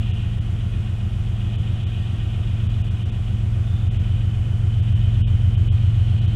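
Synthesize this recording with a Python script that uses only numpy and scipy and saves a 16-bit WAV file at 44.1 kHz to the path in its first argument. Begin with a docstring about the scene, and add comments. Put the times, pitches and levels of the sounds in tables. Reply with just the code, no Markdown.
"""Big diesel idling at a railway crossing

A twelve-cylinder diesel turns at about 450 rpm, some way off. Its uneven puffs ring the exhaust into
a throbbing drone that slowly swells. The valve gear rasps in time with the crank, gears whine and
rubbing metal squeals faintly. A car rolls past on roaring tyres over far traffic and a steady hiss,
and now and then the treble cuts out for an instant."""
import sys
import numpy as np
from scipy import signal
from scipy.fft import rfft, irfft
from scipy.io import wavfile

SR = 44100
rng = np.random.default_rng(int(sys.argv[2]) if len(sys.argv) > 2 else 0)


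def persist_wave(psi):
    """Save psi, clipped to +-1, as 16-bit WAV."""
    counts = np.round(np.clip(psi, -1, 1) * 32767).astype(np.int16)
    wavfile.write(sys.argv[1], SR, np.atleast_2d(counts).T)


N = 280035
TIME = np.arange(N) / SR
FREQS = np.maximum(np.fft.rfftfreq(N, 1 / SR), 1)
CRANK_HZ = 7.481


# The throb. Each entry: relative strength of one cylinder's puff in dB, in firing order.
CYLINDER_PUFFS = [-3.5, -9.5, -0.83, -6.5, -1.24, -2.5, 3.5, 4, 5.5, 7, 7.5, 2.1]
# The pipe's resonances. Each row: pitch in Hz, width in Hz, gain in dB, polarity.
PIPE_MODES = [(45.3, 33.5, -16, 1), (115.27, 3.79, 6, 1), (146.95, 14.6, -15.5, -1), (194.5, 1.6, -28, 1),
              (211.16, 5.9, -14.5, 1)]

def exhaust(first_firing_s, uneven_db):
    """Every cylinder puffs once a turn into the exhaust pipe, which is already ringing."""
    cylinders = len(CYLINDER_PUFFS)
    firing_hz = cylinders * CRANK_HZ
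    firings = np.arange(-7 * cylinders, 48 * cylinders)
    onsets = np.round((1 + first_firing_s + firings / firing_hz) * SR).astype(int)   # 1 s of run-up
    puff_db = np.array(CYLINDER_PUFFS)[firings % cylinders] + uneven_db * rng.standard_normal(len(firings))
    puffs = np.bincount(onsets, from_db(puff_db), minlength=N + SR) * SR / firing_hz
    pipe = sum(np.sign(polarity) * from_db(db) * resonate(puffs, hz, width)
               for hz, width, db, polarity in PIPE_MODES)
    return pipe[SR:SR + N]


def silencer(pipe, low_hz, high_hz):
    """Lets out only the drone between the slow beat of the crank and the sharp edges of the puffs."""
    return filtered(pipe, 1 / (1 + (low_hz / FREQS) ** 8) / (1 + (FREQS / high_hz) ** 16))


# The drone's slow swell. Each row: time in seconds, relative level in dB.
SWELL_CURVE = [(0, -21.0), (0.9, -25), (1.6, -21.5), (2.2, -22.9), (2.7, -19.5), (3.2, -23.5), (3.9, -19),
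               (4.45, -19.5), (5.4, -17.5), (6.35, -17.0)]
# The drone's registers. Each row: centre in Hz, trim in dB, share of the swell.
DRONE_REGISTERS = [(45.7, -0.5, .05), (91, -1.5, 1.1), (107, -2, 1.25), (186, -0.5, .1)]

def engine_swell(neutral_db):
    """How many dB the drone stands above or below its plain strength."""
    return envelope(SWELL_CURVE) - neutral_db


def swelling(drone, swell_db, fade_db):
    """Each register follows the swell by its own share and fades a little by chance over open ground."""
    centres_hz = [hz for hz, _, _ in DRONE_REGISTERS]
    out = 0
    for (_, trim_db, share), solo in zip(DRONE_REGISTERS, np.eye(len(DRONE_REGISTERS))):
        register = filtered(drone, np.interp(FREQS, centres_hz, solo))
        out += register * from_db(trim_db + share * swell_db + fade_db * drift(0.54))
    return out


# The weight of the low end. Each row: time in seconds, gain in dB.
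BOOM_CURVE = [(0, 0.5), (1.4, 1), (2.6, -0.5), (4.05, 0.5), (4.5, -4), (5.4, 5), (6.35, -2)]

def booming(drone, below_hz):
    """The bottom of the drone thins out and returns, apart from the rest."""
    bass = filtered(drone, 1 / (1 + (FREQS / below_hz) ** 16))
    return drone + bass * (from_db(envelope(BOOM_CURVE)) - 1)


# The clatter within one turn. Each row: position in turns, spread in turns, power over the steady rasp.
VALVE_BURSTS = [(0.222, 0.032, .75), (0.52, 0.053, 1.76), (.74, 0.036, 0.25), (.89, 0.029, 0.28)]
# The metal's ring, in three groups. Each row: pitch in Hz, width in Hz, gain within the group in dB.
LOW_MODES = [(1856, 82, -4), (2492, 202, -1)]
MID_MODES = [(2810, 260, -8), (3008, 435, -3)]
HIGH_MODES = [(3336, 370, -1.5), (3660, 590, -8)]
# The rasp's rise and fall. Each row: time in seconds, relative level in dB.
RASP_CURVE = [(0, -45.5), (0.45, -49), (1.15, -48), (1.5, -49), (1.85, -47), (2.3, -48), (2.75, -45.5),
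              (3.4, -50), (5.9, -48), (6.35, -45.5)]

def valve_gear(low_db, mid_db, high_db, flutter_db, brightening):
    """Rasping noise rings metal resonances, in bursts that come round with the crank."""
    power = 1
    for position, spread, height in VALVE_BURSTS:
        turns_away = (CRANK_HZ * TIME - position + .5) % 1 - .5
        power += height * np.exp(-.5 * (turns_away / spread) ** 2)
    bursts = unit_rms(np.sqrt(power) * from_db(flutter_db * drift(2.2)))
    level_db = envelope(RASP_CURVE)
    tilt_db = brightening * (level_db - level_db.mean())   # louder is brighter
    groups = [(LOW_MODES, low_db - tilt_db), (MID_MODES, mid_db), (HIGH_MODES, high_db + tilt_db)]
    out = 0
    for modes, trim_db in groups:
        ringing = sum(from_db(db) * resonate(bursts * rng.standard_normal(N), hz, width)
                      for hz, width, db in modes)
        out += from_db(level_db + trim_db) * unit_rms(ringing)
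    return out


# The gear train's whines. Each row: multiple of the crank speed, relative level in dB.
GEAR_TONES = [(30, -54), (33, -60), (42, -60), (43, -61), (45, -61), (46, -60), (47, -56), (49, -62),
              (90, -63), (98, -62.5)]

def gear_whine(trim_db, waver_db, wander_rad):
    """Weak tones locked to the crank, wavering on their way through the air."""
    out = 0
    for multiple, db in GEAR_TONES:
        phase = 2 * np.pi * (multiple * CRANK_HZ * TIME + rng.random()) + wander_rad * drift(1.3)
        out += from_db(trim_db + db + waver_db * drift(3)) * np.sqrt(2) * np.sin(phase)
    return out


# Faint squeals. Each row: start and end in seconds, pitch in Hz, width in Hz, level before fades in dB.
METAL_SQUEALS = [(-.1, 0.407, 2820, 218, -51), (3.586, 3.938, 3520, 260, -50),
                 (3.9, 4.95, 3030, 180, -54.5), (4.75, 6.6, 3055, 201, -52), (5.55, 6.6, 4160, 500, -65)]

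def squeals(fade_s):
    """Rubbing metal sings in one narrow resonance for a while."""
    out = 0
    for start, end, hz, width, db in METAL_SQUEALS:
        fade = np.clip(np.minimum(TIME - start, end - TIME) / fade_s, 0, 1)
        out += fade * from_db(db) * unit_rms(resonate(rng.standard_normal(N), hz, width))
    return out


# The colour of traffic, near and far. Each row: frequency in Hz, relative noise density in dB.
TRAFFIC_SPECTRUM = [(10, -54.5), (30, -49.5), (60, -48.5), (100, -58.5), (135, -55), (200, -58),
                    (260, -68.5), (350, -71.5), (460, -74.5), (570, -77.5), (720, -76), (900, -82),
                    (1500, -80.5), (1750, -86), (2200, -83.5), (5000, -108), (12000, -135)]

def passing_car(nearest_s, half_power_s, gain_db, band_hz):
    """Tyre roar rises and falls with the car's distance."""
    distance = np.hypot(1, (TIME - nearest_s) / half_power_s)
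    tyre_band = signal.butter(2, band_hz, "band", fs=SR, output="sos")
    tyres = signal.sosfilt(tyre_band, coloured_noise(TRAFFIC_SPECTRUM))
    return from_db(gain_db) * tyres / distance


def far_roar(swell_db, swell_share, trim_db, waver_db):
    """Far traffic and engine roar, growing a little as the drone swells."""
    roar = coloured_noise(TRAFFIC_SPECTRUM)
    return roar * from_db(trim_db + swell_share * swell_db - waver_db * drift(8.0))


# The colour of the hiss. Each row: frequency in Hz, noise density in dB.
HISS_SPECTRUM = [(1000, -100), (4500, -97), (8000, -98), (10000, -103), (11000, -107.5), (12000, -111),
                 (15500, -114)]

def hiss():
    """A steady, airy bed under everything."""
    return coloured_noise(HISS_SPECTRUM)


# Brief holes in the treble. Each row: centre in seconds, length in seconds.
TREBLE_DIPS = [(0.126, 0.0099), (0.401, 0.011), (1.573, 0.0089), (1.854, 0.014), (2.683, 0.0093),
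               (2.832, 0.0092), (2.898, 0.0082), (3.045, 0.0093), (3.111, 0.0079), (3.898, 0.016),
               (3.985, 0.0081), (4.815, 0.0089), (4.945, 0.011), (5.245, 0.044), (5.564, 0.0087),
               (5.703, 0.026), (6.204, 0.0066), (6.269, 0.0053)]

def treble_dips(sound, edge_hz, ramp_s, middle_share):
    """For an instant the top vanishes and the middle sags; the bass carries on."""
    dip_db = 0
    for centre, length in TREBLE_DIPS:
        depth_db = -12.5 - 350 * length   # longer dips go deeper
        dip_db += depth_db * np.clip((length / 2 - np.abs(TIME - centre)) / ramp_s + 0.79, 0, 1)
    top = filtered(sound, 1 / (1 + (edge_hz / np.maximum(FREQS, 100)) ** 40))
    middle = filtered(sound, np.interp(FREQS, [450, 900, 2250, 2500], [0, 1, 1, 0]))
    return sound + top * (from_db(dip_db) - 1) + middle * (from_db(dip_db * middle_share) - 1)


def from_db(db):
    """Decibels to gain."""
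    return 10 ** (np.asarray(db) / 20)


def unit_rms(x):
    """Scale to an rms of 1."""
    return x / np.sqrt(np.mean(x ** 2) + 1e-20)


def envelope(points):
    """Straight ramps between points of time and value."""
    return np.interp(TIME, *np.transpose(points))


def filtered(x, gain):
    """Filter by a gain for each frequency."""
    return irfft(rfft(x) * gain, N)


def coloured_noise(spectrum):
    """Noise with the given level per Hz."""
    hz, db = np.transpose(spectrum)
    gain = from_db(np.interp(np.log(FREQS), np.log(hz), db))
    return filtered(rng.standard_normal(N), gain) * np.sqrt(SR / 2)


def drift(rate_hz):
    """A slow random wobble with an rms of 1."""
    return unit_rms(filtered(rng.standard_normal(N), 1 / (1 + (FREQS / rate_hz) ** 4)))


def resonate(x, hz, width_hz):
    """A resonance passed twice, for steep skirts; gain 1 at its peak."""
    r = np.exp(-np.pi * width_hz / SR)
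    gain = (1 - r * r) / 2
    section = [gain, 0, -gain, 1, -2 * r * np.cos(2 * np.pi * hz / SR), r * r]
    return signal.sosfilt([section, section], x)


def scene():
    """The idling engine and a passing car over far roar and hiss, in mono."""
    swell_db = engine_swell(neutral_db=-20.5)
    pipe = exhaust(first_firing_s=0.0178, uneven_db=.02)
    drone = silencer(pipe, low_hz=29, high_hz=247)
    drone = swelling(drone, swell_db, fade_db=1)
    drone = booming(drone, below_hz=94)
    whine = gear_whine(trim_db=-.5, waver_db=2, wander_rad=.4)
    rasp = valve_gear(low_db=-6.5, mid_db=-2.5, high_db=-7.5, flutter_db=1.5, brightening=.25)
    squeal = squeals(fade_s=0.21)
    car = passing_car(nearest_s=1.8, half_power_s=1, gain_db=-5.5, band_hz=[550, 1570])
    roar = far_roar(swell_db, swell_share=0.15, trim_db=-1, waver_db=0.2)
    return (drone + whine + rasp + squeal + car + roar + hiss())[None]


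def record(dry):
    """The treble cuts out now and then, and a steep low-pass takes off the very top."""
    sound = treble_dips(dry[0], edge_hz=3830, ramp_s=0.0091, middle_share=0.41)
    low_pass = signal.ellip(10, .1, 80, 15800, fs=SR, output="sos")
    return signal.sosfilt(low_pass, sound)[None]


dry = scene()
out = record(dry)
persist_wave(out)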